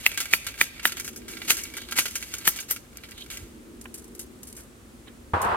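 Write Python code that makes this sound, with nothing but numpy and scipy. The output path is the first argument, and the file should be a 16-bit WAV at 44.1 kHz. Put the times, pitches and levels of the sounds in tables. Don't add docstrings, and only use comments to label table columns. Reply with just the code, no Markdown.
import sys
import numpy as np
from scipy import signal
from scipy.fft import rfft, irfft, next_fast_len
from scipy.io import wavfile
from scipy.ndimage import map_coordinates

SR = 44100
rng = np.random.default_rng(int(sys.argv[2]) if len(sys.argv) > 2 else 0)


def dump_mix(stems):
    frames = np.atleast_2d(stems).T
    limited = np.clip(frames, -1, 1)
    pcm = np.round(limited * 32767).astype(np.int16)
    wavfile.write(sys.argv[1], SR, pcm)


N = 245195
TIME = np.arange(N) / SR

# hz, density_db
AIR_COLOUR = [(12, -58), (20, -27), (55, -2), (177, -14), (228, -8), (446, -16.5), (527, -17.5),
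              (698, -23.5), (923, -24), (1120, -24), (1220, -23), (1530, -25), (5230, -33.5), (8410, -29.5),
              (16000, -38.5)]
# time_s, level_db
DRONE_LEVEL = [(0, -73), (.8, -57.5), (1.25, -44.5), (1.7, -50.5), (2.8, -59), (3.6, -48.5), (4.2, -48.5),
               (4.7, -55), (5.56, -52.5)]
# hz, density_db
DRONE_COLOUR = [(100, -32.5), (195, -10.5), (235, 6), (285, -8), (335, 1.5), (400, -5), (480, -12),
                (700, -28.5), (1200, -35.5)]
# peak_s, level_db, decay_s
THUDS = [(.005, -40.5, 0.019), (3.31, -50, 0.072), (3.427, -39.5, 0.026)]
# hz, density_db
THUD_COLOUR = [(20, -24.5), (50, -2.5), (90, 3), (130, -8.5), (250, -17), (800, -41)]
# start_s, level_db, pulse_length_s
SHOT_PULSES = [(5.3347, -26, 0.0009), (5.3395, -11.5, 0.00092), (5.348, -13, 0.0012), (5.368, -15, 0.0011)]
# time_s, level_db
ROLL_LEVEL = [(5.30, -19.5), (5.350, -21.5), (5.362, -25), (5.395, -27), (5.422, -27.5), (5.45, -22.5),
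              (5.48, -23.5), (5.53, -22.5), (5.6, -32)]
# hz, density_db
ROLL_COLOUR = [(120, -39), (200, -11.5), (254, -24), (433, -8.5), (496, -10.5), (954, 0.5), (1340, -5),
               (2290, -21.5), (2580, -21), (4750, -37), (7000, -48), (9100, -41), (15400, -120)]
# hz, correlation (-1..1)
LIKENESS = [(60, 0.9), (180, 0.92), (550, .5), (1650, -0.13), (5000, 0.29), (15000, -0.34)]
# peak_s, level_db, decay_s
FITTINGS = [(3.8128, -40.5, .0072), (3.942, -37, 0.014), (3.983, -47, 0.0078), (4.0425, -45, .006),
            (4.1506, -45, .008), (4.1937, -33, 0.011), (4.431, -39.5, 0.007), (4.471, -45.5, 0.022),
            (4.5274, -37, 0.0025), (4.566, -45.5, 0.034), (5.417, -33.5, 0.012)]
# hz, density_db
FITTING_COLOUR = [(500, -24.5), (1500, -16.5), (4000, -11.5), (7000, -2.5), (9000, -0.5), (11500, -4.5),
                  (13000, -8.5), (16000, -18.5)]
# peak_s, level_db, decay_s
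BUMPS = [(3.857, -35, 0.0042), (4.572, -51.5, 0.043), (5.074, -48.5, 0.021)]
# hz, density_db
BUMP_COLOUR = [(100, -26), (500, 2.5), (1000, 1), (1800, 4), (3000, -4), (5000, -29.5), (12000, -23)]
# hz, level_db, t60_s
STEEL_MODES = [(1375, -2, .055), (1430, -3, .05), (1605, -1, .06), (2030, -5, .04), (2300, 1, .04),
               (2850, -5, .03), (3600, -5, .03), (4610, -3, .035), (6630, -6, .03), (8110, -8, .04),
               (9000, -6, .09), (9180, -7, .06), (9630, -6, .06), (11800, -4, .03), (12130, -6, .06),
               (12320, -8, .05), (12700, -6, .05)]
# time_s, low_scrape_db, high_scrape_db
SLIDE = [(0.0, -43, -44), (0.3, -44, -44.5), (0.66, -51, -53), (0.9, -43, -54), (1.07, -61, -47),
         (1.3, -51, -66), (1.45, -42, -42.5), (1.84, -48.5, -51), (2.11, -44, -40), (2.59, -44, -49),
         (2.75, -87, -81), (3.0, -56, -60), (3.21, -52.5, -52), (3.55, -69, -68)]
# peak_s, low_chatter_db, high_chatter_db, decay_s
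TOUCHES = [(0.1755, -24, -21.5, 0.011), (0.2035, -28.5, -22.5, 0.023), (0.2559, -30.5, -30, 0.0043),
           (0.4669, -29, -26.5, 0.018), (0.873, -32, -24, 0.0087), (0.9214, -28.5, -25.5, 0.0061),
           (0.97, -32, -30.5, 0.017), (0.9982, -30, -23, 0.01), (1.046, -39, -31.5, 0.017),
           (1.078, -32.5, -27, .011), (1.161, -48, -33, .016), (1.2815, -40.5, -35.5, 0.079),
           (1.569, -36.5, -28.5, 0.042), (1.637, -60, -26, 0.005), (1.7686, -32.5, -29, 0.015),
           (1.911, -39, -31.5, 0.01), (1.9224, -27, -28, 0.0095), (2.056, -25.5, -23.5, 0.012),
           (2.1552, -31.5, -22.5, 0.014), (2.3391, -29.5, -24.5, 0.005), (2.3834, -47, -30, 0.0081),
           (2.5618, -37.5, -30.5, 0.021), (2.601, -42, -31, 0.023), (2.7624, -34, -32, 0.0099),
           (2.9714, -49.5, -33, 0.0035), (3.036, -40.5, -46, 0.018), (3.11, -47, -35, .007),
           (3.302, -37, -33.5, 0.063), (3.3723, -34, -28, 0.004)]
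# peak_s, low_chatter_db, high_chatter_db, decay_s, knock_db, knock_hz, gun_ring_db, ping_db
BLOWS = [(0.0638, -27.5, -29.5, 0.0077, 0.5, 2380, -5, -20), (.3358, -27, -22, 0.018, -1, 2280, 2.5, -18.5),
         (0.6126, -25.5, -22, 0.02, -3, 2150, 2.5, -20), (0.8541, -30, -25.5, 0.03, -1.5, 1656, 2.5, -16.5),
         (1.5056, -17.5, -13, 0.013, -11, 2420, -10.5, -18.5),
         (1.9872, -17.5, -14, 0.014, -12, 1760, 0, -28), (2.4765, -22, -17, 0.0094, -6.5, 1610, 2, -8.5),
         (2.7106, -32, -25, 0.016, -46, 1690, -14.5, -16)]
# hz, density_db
LOW_CHATTER_COLOUR = [(150, -13.5), (600, -12), (1050, -12), (1400, -6.5), (2400, 2), (3200, 0.5),
                      (4200, -1.5), (5500, -0.5), (9000, -86.5)]
# hz, density_db
HIGH_CHATTER_COLOUR = [(2000, -37.5), (3800, -26), (5000, 0.5), (6600, 1), (9000, -3), (12000, -5),
                       (13500, -6.5), (15500, -15)]
# hz, density_db
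PING_COLOUR = [(6000, -24), (10000, -6), (11400, -15), (12200, 4), (13000, -13.5), (14000, -9),
               (16000, -11)]
# peak_s, level_db, swell_and_decay_s
RASPS = [(1.83, -47, 0.052), (3.182, -43, 0.018), (3.224, -42, 0.0072), (5.08, -45, 0.0067)]
# hz, density_db
RASP_COLOUR = [(1200, -20), (2500, 12), (3150, 17), (4000, 14), (5200, -16), (10000, -49)]
# hz, level_db, t60_s
GUN_MODES = [(167, -35.5, 0.034), (357, -27.5, 0.016), (612, -26.5, 0.017), (932, -24, 0.018),
             (1378, -16, .018), (1890, -21, 0.032), (2440, -26, 0.016), (2920, -16, 0.014),
             (3563, -13, 0.0069)]
# hz, difference_db
SHADING = [(100, -1), (1200, -1), (2400, -4.5), (4400, -2.5), (8000, -.5), (12000, 5), (15000, 5)]
# hz, gain_db
WOOD_COLOUR = [(100, -22.5), (800, -9), (1800, -9.5), (2600, -1.5), (4000, -5.5), (8000, -9), (16000, -16)]

BOOM_HZ, BOOM_DB, BOOM_T60_S = 90, -19, 0.1
SWING_S, FIRST_SWING_DB, SWING_LOSS_DB, SWING_DECAY_S = .028, -12.5, 6.5, 0.0091
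LIGHT_TOUCHES_PER_S = 13
LIGHT_TOUCH_DB, LIGHT_TOUCH_SPREAD_DB, LIGHT_TOUCH_DECAY_S = 9, 4, .008
BLOW_SWELL_S, PING_DECAY_S = 0.0081, 0.012
RUN_IN_S, RUN_IN_DECAY_S, RUN_IN_LOW_DB, RUN_IN_HIGH_DB = 0.023, 0.018, -11, -13
SHIVER_DECAY_S, SHIVER_LOW_DB, SHIVER_HIGH_DB = 0.039, -16.5, -9
CUTOFF_HZ = 15900


def from_db(db):
    return 10 ** (np.asarray(db) / 20)


def rms_one(x):
    return x / np.sqrt(np.mean(x ** 2) + 1e-20)


def level(rows, axis=1):
    rows = np.array(rows)
    return from_db(np.interp(TIME, rows[:, 0], rows[:, axis], left=-120, right=-120))


def at_hz(points, hz):
    points = np.array(points)
    return np.interp(np.log(hz + 1), np.log(points[:, 0]), points[:, 1])


def colour(x, spectrum, size=4096):
    log_gain = np.log(from_db(at_hz(spectrum, np.fft.rfftfreq(size, 1 / SR))))
    cepstrum = irfft(log_gain)
    cepstrum[1:size // 2] *= 2
    cepstrum[size // 2 + 1:] = 0
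    response = irfft(np.exp(rfft(cepstrum)))
    response = response.reshape((1,) * (x.ndim - 1) + (-1,))
    return signal.oaconvolve(x, response, axes=-1)[..., :x.shape[-1]]


def coloured_unit(x, spectrum):
    gains = from_db(at_hz(spectrum, np.linspace(0, SR / 2, num=4096)))
    return colour(x, spectrum) / np.sqrt(np.mean(gains ** 2))


def ring(x, hz, t60_s):
    radius = from_db(-60 / (t60_s * SR))
    angle = 2 * np.pi * hz / SR
    return signal.lfilter([0, np.sin(angle)], [1, -2 * radius * np.cos(angle), radius ** 2], x + 1e-18)


def burst(peak_s, decay_s, swell_s):
    out = np.zeros(N)
    near = slice(max(int((peak_s - .1) * SR), 0), int((peak_s + .3) * SR))
    after_s = TIME[near] - peak_s
    out[near] = np.exp(np.minimum(after_s / swell_s, -after_s / decay_s))
    return out


def wander(per_s):
    knots = rng.standard_normal(1000)
    return np.interp(TIME * per_s, np.arange(len(knots)), knots)


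def contacts(per_s, spread_db):
    excess_db = spread_db * np.minimum(rng.exponential(1, (3, N)), 4)
    sizes = from_db(excess_db) * rng.choice([-1, 1], (3, N))
    stream = rms_one(sizes * (rng.random((3, N)) < per_s / SR))
    own_share = .3
    return np.sqrt(1 - own_share) * stream[0] + np.sqrt(own_share) * stream[1:]


def surround(spectrum):
    size = next_fast_len(N)
    hz = np.fft.rfftfreq(size, 1 / SR)
    alike = np.clip(at_hz(LIKENESS, hz), -1, 1)
    mid, side = rfft(rng.standard_normal((2, size)))
    both = np.sqrt(1 + alike) * mid + np.sqrt(1 - alike) * side * [[1], [-1]]
    return rms_one(irfft(both * from_db(at_hz(spectrum, hz)), size)[:, :N])


def background():
    air = from_db(-49.5) * surround(AIR_COLOUR)
    drone = level(DRONE_LEVEL) * surround(DRONE_COLOUR)
    thuds = sum(from_db(db) * burst(s, decay_s, swell_s=0.018) for s, db, decay_s in THUDS)
    return air + drone + thuds * surround(THUD_COLOUR)


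def far_shot():
    arrival_s = SHOT_PULSES[0][0]
    pulses = np.zeros(N)
    for s, db, length_s in SHOT_PULSES:
        inside = (TIME >= s) & (TIME < s + length_s)
        pulses += from_db(db) * (2 * (TIME - s) / length_s - 1) * inside
    pulses = signal.sosfilt(signal.butter(4, 2100, fs=SR, output="sos"), pulses)
    start = signal.unit_impulse(N, round(arrival_s * SR))
    boom = from_db(BOOM_DB) * ring(start, BOOM_HZ, BOOM_T60_S)
    opening = np.clip((TIME - arrival_s) / .0005, 0, 1)
    echoes = surround(ROLL_COLOUR) + from_db(-17.0) * surround(THUD_COLOUR)
    return pulses + boom + opening * level(ROLL_LEVEL) * echoes


def steel(x, ring_db, direct_db):
    rings = 0
    for hz, mode_db, t60_s in STEEL_MODES:
        drive = x * from_db(4.5 * wander(per_s=20))
        unit_peak = 2 * np.log(1000) / (t60_s * SR)
        rings = rings + from_db(mode_db) * ring(drive, hz, t60_s) * unit_peak
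    return from_db(direct_db) * x + from_db(ring_db) * rings


def fitting_clicks(count=3):
    delays_s = SWING_S * np.cumsum(rng.uniform(.6, 1.4, (len(FITTINGS), count)), axis=1)
    clicks = list(FITTINGS)
    for (s, db, _), row in zip(FITTINGS, delays_s):
        for k, delay_s in enumerate(row):
            clicks.append((s + delay_s, db + FIRST_SWING_DB - SWING_LOSS_DB * k, SWING_DECAY_S))
    return clicks


def handling():
    clicks = sum(from_db(db) * burst(s, decay_s, swell_s=0.00048) for s, db, decay_s in fitting_clicks())
    bumps = sum(from_db(db) * burst(s, decay_s, swell_s=0.0012) for s, db, decay_s in BUMPS)
    metal = coloured_unit(clicks * contacts(per_s=7600, spread_db=4.5), FITTING_COLOUR)
    wood = coloured_unit(bumps * contacts(per_s=15000, spread_db=4.5), BUMP_COLOUR)
    return steel(metal, ring_db=-3.5, direct_db=4.0) + wood


def touches():
    chance = rng.random((60, 3))
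    times_s = np.cumsum(.3 + 1.4 * chance[:, 0]) / LIGHT_TOUCHES_PER_S
    slide_s, low_db, high_db = np.transpose(SLIDE)
    over_db = LIGHT_TOUCH_DB + LIGHT_TOUCH_SPREAD_DB * (2 * chance[:, 1:] - 1)
    rows = list(TOUCHES)
    for s, (low_over, high_over) in zip(times_s, over_db):
        if s < slide_s[-1]:
            low = np.interp(s, slide_s, low_db) + low_over
            high = np.interp(s, slide_s, high_db) + high_over
            rows.append((s, low, high, LIGHT_TOUCH_DECAY_S))
    return rows


def strokes():
    hits = []
    for s, low, high, decay_s, *_ in BLOWS:
        run_in = burst(s - RUN_IN_S, RUN_IN_DECAY_S, swell_s=0.003)
        shiver = burst(s, SHIVER_DECAY_S, BLOW_SWELL_S)
        hits += [(run_in, low + RUN_IN_LOW_DB, high + RUN_IN_HIGH_DB),
                 (burst(s, decay_s, BLOW_SWELL_S), low, high),
                 (shiver, low + SHIVER_LOW_DB, high + SHIVER_HIGH_DB)]
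    return hits


def rod_chatter_and_rasps(touched, first_contact_db=15.0):
    hits = strokes()
    hits += [(burst(s, decay_s, swell_s=0.00063), low, high) for s, low, high, decay_s in touched]
    low_force = np.sqrt(sum((shape * from_db(low)) ** 2 for shape, low, _ in hits))
    high_force = np.sqrt(sum((shape * from_db(high)) ** 2 for shape, _, high in hits))
    ping_force = sum(from_db(db) * burst(s, PING_DECAY_S, swell_s=0.0023) for s, *_, db in BLOWS)
    rasp_force = sum(from_db(db) * burst(s, length_s, length_s) for s, db, length_s in RASPS)

    rattle = contacts(per_s=8000, spread_db=2.5)
    scrape = contacts(per_s=3000, spread_db=3.5)
    rattle = rattle * from_db(1.8 * wander(per_s=300))
    rattle[:, [round(row[0] * SR) for row in touched]] += from_db(first_contact_db)
    scrape = scrape * from_db(2.5 * wander(per_s=90))

    low = from_db(1.0) * rattle * low_force + from_db(-1.5) * scrape * level(SLIDE, axis=1)
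    high = rattle * high_force + from_db(1.0) * scrape * level(SLIDE, axis=2)
    ping = contacts(per_s=9000, spread_db=1.5) * ping_force
    struck = coloured_unit(low, LOW_CHATTER_COLOUR) + coloured_unit(high, HIGH_CHATTER_COLOUR)
    struck = struck + coloured_unit(ping, PING_COLOUR)
    rasps_and_gear_ping = coloured_unit(scrape * rasp_force, RASP_COLOUR)
    return steel(struck, ring_db=1.5, direct_db=-2.5) + rasps_and_gear_ping


def clinks(touched, clink_db=-11.0, spread_db=5.5, count=6):
    s, db = np.transpose(touched)[:2]
    shares = rng.standard_normal((100, count))[:len(s)]
    out = np.zeros(N)
    for (hz, mode_db, t60_s), share in zip(STEEL_MODES, shares.T):
        kicks = np.zeros(N)
        kicks[np.round(s * SR).astype(int)] = from_db(db + clink_db + mode_db + spread_db * share)
        out += ring(kicks, hz, t60_s)
    return signal.sosfilt(signal.butter(4, 1150, "high", fs=SR, output="sos"), out + 1e-18)


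def band_click(kick, hz, ratio):
    return signal.sosfilt(signal.butter(2, [hz / ratio, hz * ratio], "band", fs=SR, output="sos"), kick)


def knocks(crack_db=22.5, edge_db=-13, rebound_db=-6.5, rebound_s=0.00155):
    out = np.zeros(N)
    kick = signal.unit_impulse(SR // 10)
    body = 0
    for k, (hz, db, t60_s) in enumerate(GUN_MODES):
        body = body + from_db(db) * ring(kick, hz, t60_s) * (-1) ** k
    delays_s = rebound_s * rng.uniform(.92, 1.08, len(BLOWS))
    for (s, *_, knock_db, hz, body_db, _), delay_s in zip(BLOWS, delays_s):
        crack = band_click(kick, hz, 1.195) + from_db(edge_db) * band_click(kick, hz, 2.24)
        crack = crack + from_db(rebound_db) * np.roll(crack, round(delay_s * SR))
        at = round(s * SR)
        out[at:at + len(kick)] += from_db(knock_db + crack_db) * 2 * crack + from_db(body_db) * body
    return out


def scatter(x, t60_s, delay_s):
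    t = TIME[:SR]
    echoes = rng.standard_normal((2, SR)) * from_db(-60 * t / t60_s)
    echoes *= 1 - np.exp(-(t / delay_s) ** 2)
    echoes /= np.sqrt(np.sum(echoes ** 2, axis=1, keepdims=True))
    return signal.oaconvolve(x, echoes, axes=1)[:, :N]


def from_rifle(x, lead_s=.000072):
    left = colour(x[0], [(hz, db / 2) for hz, db in SHADING])
    right = colour(x[1], [(hz, -db / 2) for hz, db in SHADING])
    right = map_coordinates(right, [np.arange(N) - lead_s * SR], order=3)
    return np.array([left, right])


def scene():
    touched = touches()
    chatter = rod_chatter_and_rasps(touched) + clinks(touched) + handling()
    knock = knocks()
    near = scatter(from_db(-11) * chatter + from_db(-13) * knock, t60_s=.035, delay_s=.0007)
    trees = from_db(-19.5) * colour(scatter(chatter + knock, t60_s=1.0, delay_s=.03), WOOD_COLOUR)
    rifle = from_rifle(from_db(-0.42) * chatter + knock)
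    return rifle + near + trees + far_shot() + background()


def record(dry, top=0.75):
    rounded = dry / (1 + (dry / top) ** 4) ** (1 / 4)
    return signal.sosfilt(signal.ellip(12, .1, 70, CUTOFF_HZ, fs=SR, output="sos"), rounded)


dry = scene()
out = record(dry)
dump_mix(out)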